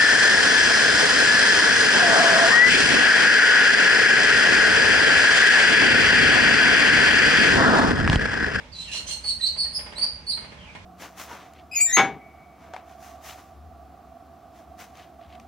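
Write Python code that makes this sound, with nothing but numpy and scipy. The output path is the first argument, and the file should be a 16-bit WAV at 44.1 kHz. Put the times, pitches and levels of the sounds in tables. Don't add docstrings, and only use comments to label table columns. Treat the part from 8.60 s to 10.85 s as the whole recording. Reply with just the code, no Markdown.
import sys
import numpy as np
from scipy import signal
from scipy.fft import rfft, irfft
from scipy.io import wavfile

SR = 44100
rng = np.random.default_rng(int(sys.argv[2]) if len(sys.argv) > 2 else 0)


def to_wav(s):
    ch = np.atleast_2d(s).T
    pcm = np.round(np.clip(ch, -1, 1) * 32767)
    wavfile.write(sys.argv[1], SR, pcm.astype(np.int16))


N = 99225
TIME_S = np.arange(N) / SR
FREQS_HZ = np.arange(N // 2 + 1) * SR / N

# freq_hz, correlation
STEREO_CORRELATION = [(50, .9), (150, 1), (350, 0.59), (700, 0.85), (1400, .1), (5000, 0.052)]
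# freq_hz, density_db
AIR_SPECTRUM = [(25, -39), (36, 1), (47, 1), (75, 2.5), (120, -9.5), (170, -4), (330, -18), (600, -25),
                (1400, -24.5), (3000, -25), (6000, -29), (9500, -53), (12000, -49), (15500, -67)]
# peak_s, level_db
FOOTFALLS = [(.345, -41), (0.364, -58), (0.402, -46.5), (0.486, -45), (0.644, -43.5), (0.964, -45),
             (1.047, -47.5), (1.192, -39), (1.21, -69), (1.264, -41.5), (1.325, -41.5), (1.383, -40),
             (1.424, -41), (1.446, -45), (1.774, -39.5), (1.814, -46.5), (1.846, -46.5), (1.921, -44.5),
             (2.152, -39.5)]
# time_s, level_db
SCUFF_ENVELOPE = [(0, -47.5), (.12, -57), (.45, -51.5), (.8, -57), (1.15, -52.5), (1.40, -49.5),
                  (1.65, -55.5), (1.85, -52.5), (2.05, -52), (2.25, -53.5)]
# freq_hz, density_db
MESH_SPECTRUM = [(120, -11.5), (220, 1), (350, -7), (560, -7.5), (900, -5), (1450, -6), (2150, -2.5),
                 (3200, -8), (5500, -21), (9000, -26), (12000, -46), (15500, -42)]
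# freq_hz, width_hz, lift_db
WHEEL_RESONANCES = [(510, 150, 6), (595, 39, 11.5), (844, 67, 8), (1023, 61, 4), (1484, 16, 5.5),
                    (1800, 20, 1), (2150, 67, 2.5)]
# freq_hz, density_db
RASP_SPECTRUM = [(1200, -26), (2200, 5), (3000, 18), (4400, 13.5), (6200, 14.5), (8500, 8.5), (10200, -2.5),
                 (12000, -6.5), (15500, -27)]
# multiple_of_third_pitch, level_re_rasp_db
GROWL_PARTIALS = [(2, -7), (4, -11), (5, -8), (7, -20)]
# start_s, length_s, crest_share, start_hz, crest_hz, end_hz, level_db, octave_db, waver_share, rasp_db
SQUEAK_GLIDES = [ (0.116, 0.058, 0.24, 4730, 4450, 4110, -42, -34, 0.053, -16.5),
                 (0.147, 0.094, 0.58, 4000, 4035, 4053, -36, -18.5, .028, -12),
                 (0.227, 0.12, 0.52, 3600, 2698, 2660, -40.5, -34, 0.043, -7.5),
                 (0.311, 0.046, 0.44, 2843, 2853, 2770, -35, -10, 0.021, -17),
                 (0.311, .080, .60, 4080, 4159, 4280, -31.5, -19, 0.024, -5.5),
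                 (0.461, 0.04, 0.362, 3036, 3077, 3343, -41, 6.5, 0.014, -0.5),
                 (0.473, 0.0635, 0.77, 4160, 4293, 4120, -28.5, -9.5, 0.014, -8),
                 (0.636, 0.081, 0.7, 4532, 4324, 4216, -23, -15, 0.031, -22),
                 (0.794, 0.025, 0.29, 1985, 1910, 1840, -45.5, -8, 0.015, -7),
                 (0.807, .056, 0.64, 3896, 4150, 4236, -19.5, -19, 0.023, -33.5),
                 (.856, 0.028, 0.474, 4466, 4514, 4136, -21.5, -27.5, 0.027, -19.5),
                 (0.969, 0.081, 0.29, 4380, 4594, 4367, -23.5, -17.5, 0.033, -37),
                 (1.046, 0.026, .50, 1920, 1890, 1800, -48.5, -13, .012, -5),
                 (1.127, 0.057, 0.597, 4685, 5054, 4690, -26.5, -13, 0.0388, -30),
                 (1.352, 0.056, 0.67, 3850, 4520, 4627, -30.5, -12, 0.019, -37),
                 (1.409, 0.039, 0.57, 4420, 4665, 4780, -17, -22, 0.028, -52),
                 (1.664, .054, .70, 4490, 4608, 4483, -24, -14.5, 0.027, -33),
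                 (1.7, 0.041, 0.55, 4416, 4190, 4150, -25, -22, 0.023, -35),
                 (1.973, 0.095, 0.344, 3350, 3130, 2853, -52, -38, 0.035, -21),
                 (2.038, 0.077, 0.63, 2690, 2364, 2330, -48.5, -30, 0.048, -24), ]
# freq_hz, left_minus_right_db
MIC_BALANCE = [(60, -2.5), (200, -5.5), (380, 4.5), (700, -4.5), (1300, -1.5), (4400, -2.5), (6500, -3),
               (8500, -9.5), (10200, -11.5), (13000, 0)]


def from_db(db):
    return 10 ** (np.asarray(db) / 20)


def unit_rms(x):
    return x / np.sqrt(np.mean(x ** 2) + 1e-20)


def at_hz(table, hz):
    freq_hz, value = np.transpose(table)
    return np.interp(np.log(hz + 1), np.log(freq_hz), value)


def drift(cutoff_hz):
    pole = np.exp(-2 * np.pi * cutoff_hz / SR)
    white = rng.standard_normal(N + SR // 2)
    return unit_rms(signal.lfilter([1], [1, -2 * pole, pole * pole], white)[-N:])


def stereo_noise(spectrum):
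    mid, side = rfft(rng.standard_normal((2, N)))
    alike = at_hz(STEREO_CORRELATION, FREQS_HZ)
    pair = np.sqrt(1 + alike) * mid + np.sqrt(1 - alike) * np.array([side, -side])
    return unit_rms(irfft(pair * from_db(at_hz(spectrum, FREQS_HZ)), N))


def room(x, early_t60_s=0.044, late_t60_s=0.36, early_share=0.27, gap_s=0.00091):
    t = TIME_S[:SR]
    early, late = (unit_rms(from_db(-60 * t / t60_s) * (t > gap_s))
                   for t60_s in (early_t60_s, late_t60_s))
    power = early_share * early ** 2 + (1 - early_share) * late ** 2
    response = rng.standard_normal((2, SR)) * np.sqrt(power / SR)
    return signal.fftconvolve(np.atleast_2d(x), response, axes=1)[:, :N]


def background(air_db=-48, hum_db=-61.5, hum_hz=68.9, waver_share=0.055):
    pitch_hz = hum_hz * (1 + waver_share * drift(cutoff_hz=8.3))
    hum = np.sqrt(2) * np.sin(2 * np.pi * np.cumsum(pitch_hz) / SR)
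    return from_db(air_db) * stereo_noise(AIR_SPECTRUM) + from_db(hum_db) * hum


def wheel_ring(contact):
    ringing = np.zeros_like(contact)
    for freq_hz, width_hz, lift_db in WHEEL_RESONANCES:
        b, a = signal.iirpeak(freq_hz, freq_hz / width_hz, fs=SR)
        ringing += (from_db(lift_db) - 1) * signal.lfilter(b, a, contact)
    return contact + ringing


def feet(attack_s=0.0031, decay_s=0.022, grain_db=1.5, echo_db=-3.5):
    t = TIME_S[:SR // 4]
    pulse = np.minimum(t / attack_s, 1) * np.exp(-t / decay_s)
    force = np.zeros(N)
    for peak_s, level_db in FOOTFALLS:
        onset = int((peak_s - attack_s) * SR)
        force[onset:onset + len(pulse)] += from_db(level_db) * pulse[:N - onset]
    grain = from_db(grain_db * drift(cutoff_hz=530))
    patter = force * grain * stereo_noise(MESH_SPECTRUM)
    echo = from_db(echo_db) * room(patter)
    scuff_db = np.interp(TIME_S, *np.transpose(SCUFF_ENVELOPE))
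    scuff = from_db(scuff_db) * stereo_noise(MESH_SPECTRUM)
    return wheel_ring(patter + echo + scuff)


def rasp(grain_db=4.5):
    noise = stereo_noise(RASP_SPECTRUM)[0]
    return unit_rms(noise * from_db(grain_db * drift(cutoff_hz=830)))


def whistle(pitch_hz, octave_db, rasp_db):
    phase = 2 * np.pi * np.cumsum(pitch_hz) / SR
    overtones = sum(from_db(octave_db + db) * np.sin(k * phase) for k, db in [(2, 0), (3, -18), (4, -27)])
    growl = sum(from_db(rasp_db + db) * np.sin(k * phase / 3) for k, db in GROWL_PARTIALS)
    return np.sqrt(2) * (np.sin(phase) + overtones + growl)


def squeaks(swell_db=13.5, fade_db=3.5, edge_s=0.005, flutter_hz=220):
    waver = unit_rms(np.tanh(2 * drift(flutter_hz)))
    shimmer_db = drift(flutter_hz)
    tone, rasp_gain = np.zeros((2, N))
    for start_s, length_s, crest_share, *glide_hz, level_db, octave_db, waver_share, rasp_db in SQUEAK_GLIDES:
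        span = (TIME_S >= start_s) & (TIME_S < start_s + length_s)
        t = TIME_S[span] - start_s
        knots_s = [0, crest_share * length_s, length_s]
        detune = waver_share * (waver[span] - waver[span].mean())
        pitch_hz = np.interp(t, knots_s, glide_hz) * (1 + detune)
        contour_db = np.interp(t, knots_s, [-swell_db, 0, -fade_db])
        flutter_db = shimmer_db[span] - shimmer_db[span].mean()
        gate = np.clip(np.minimum(t, length_s - t) / edge_s, 0, 1)
        gain = gate * from_db(level_db + contour_db + flutter_db)
        tone[span] += gain * whistle(pitch_hz, octave_db, rasp_db)
        rasp_gain[span] += gain * from_db(rasp_db)
    return tone + rasp_gain * rasp()


def squeaks_in_room(left_db=-8.5, right_db=-1.5, right_lag_s=0.00004, echo_db=1):
    voice = squeaks()
    delayed = np.interp(TIME_S - right_lag_s, TIME_S, voice)
    direct = np.array([from_db(left_db) * voice, from_db(right_db) * delayed])
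    return direct + from_db(echo_db) * room(voice)


def scene():
    return squeaks_in_room() + feet() + background()


def record(dry):
    fft_size = 2 * N
    lean_db = at_hz(MIC_BALANCE, np.arange(N + 1) * SR / fft_size) / 2
    mics = irfft(rfft(dry, fft_size) * from_db([lean_db, -lean_db]), fft_size)[:, :N]
    low_cut_hz, high_cut_hz = 45, 15800
    highpass = signal.butter(8, low_cut_hz, "high", fs=SR, output="sos")
    lowpass = signal.ellip(10, 0.1, 80, high_cut_hz, fs=SR, output="sos")
    return signal.sosfilt(lowpass, signal.sosfilt(highpass, mics))


dry = scene()
out = record(dry)
to_wav(out)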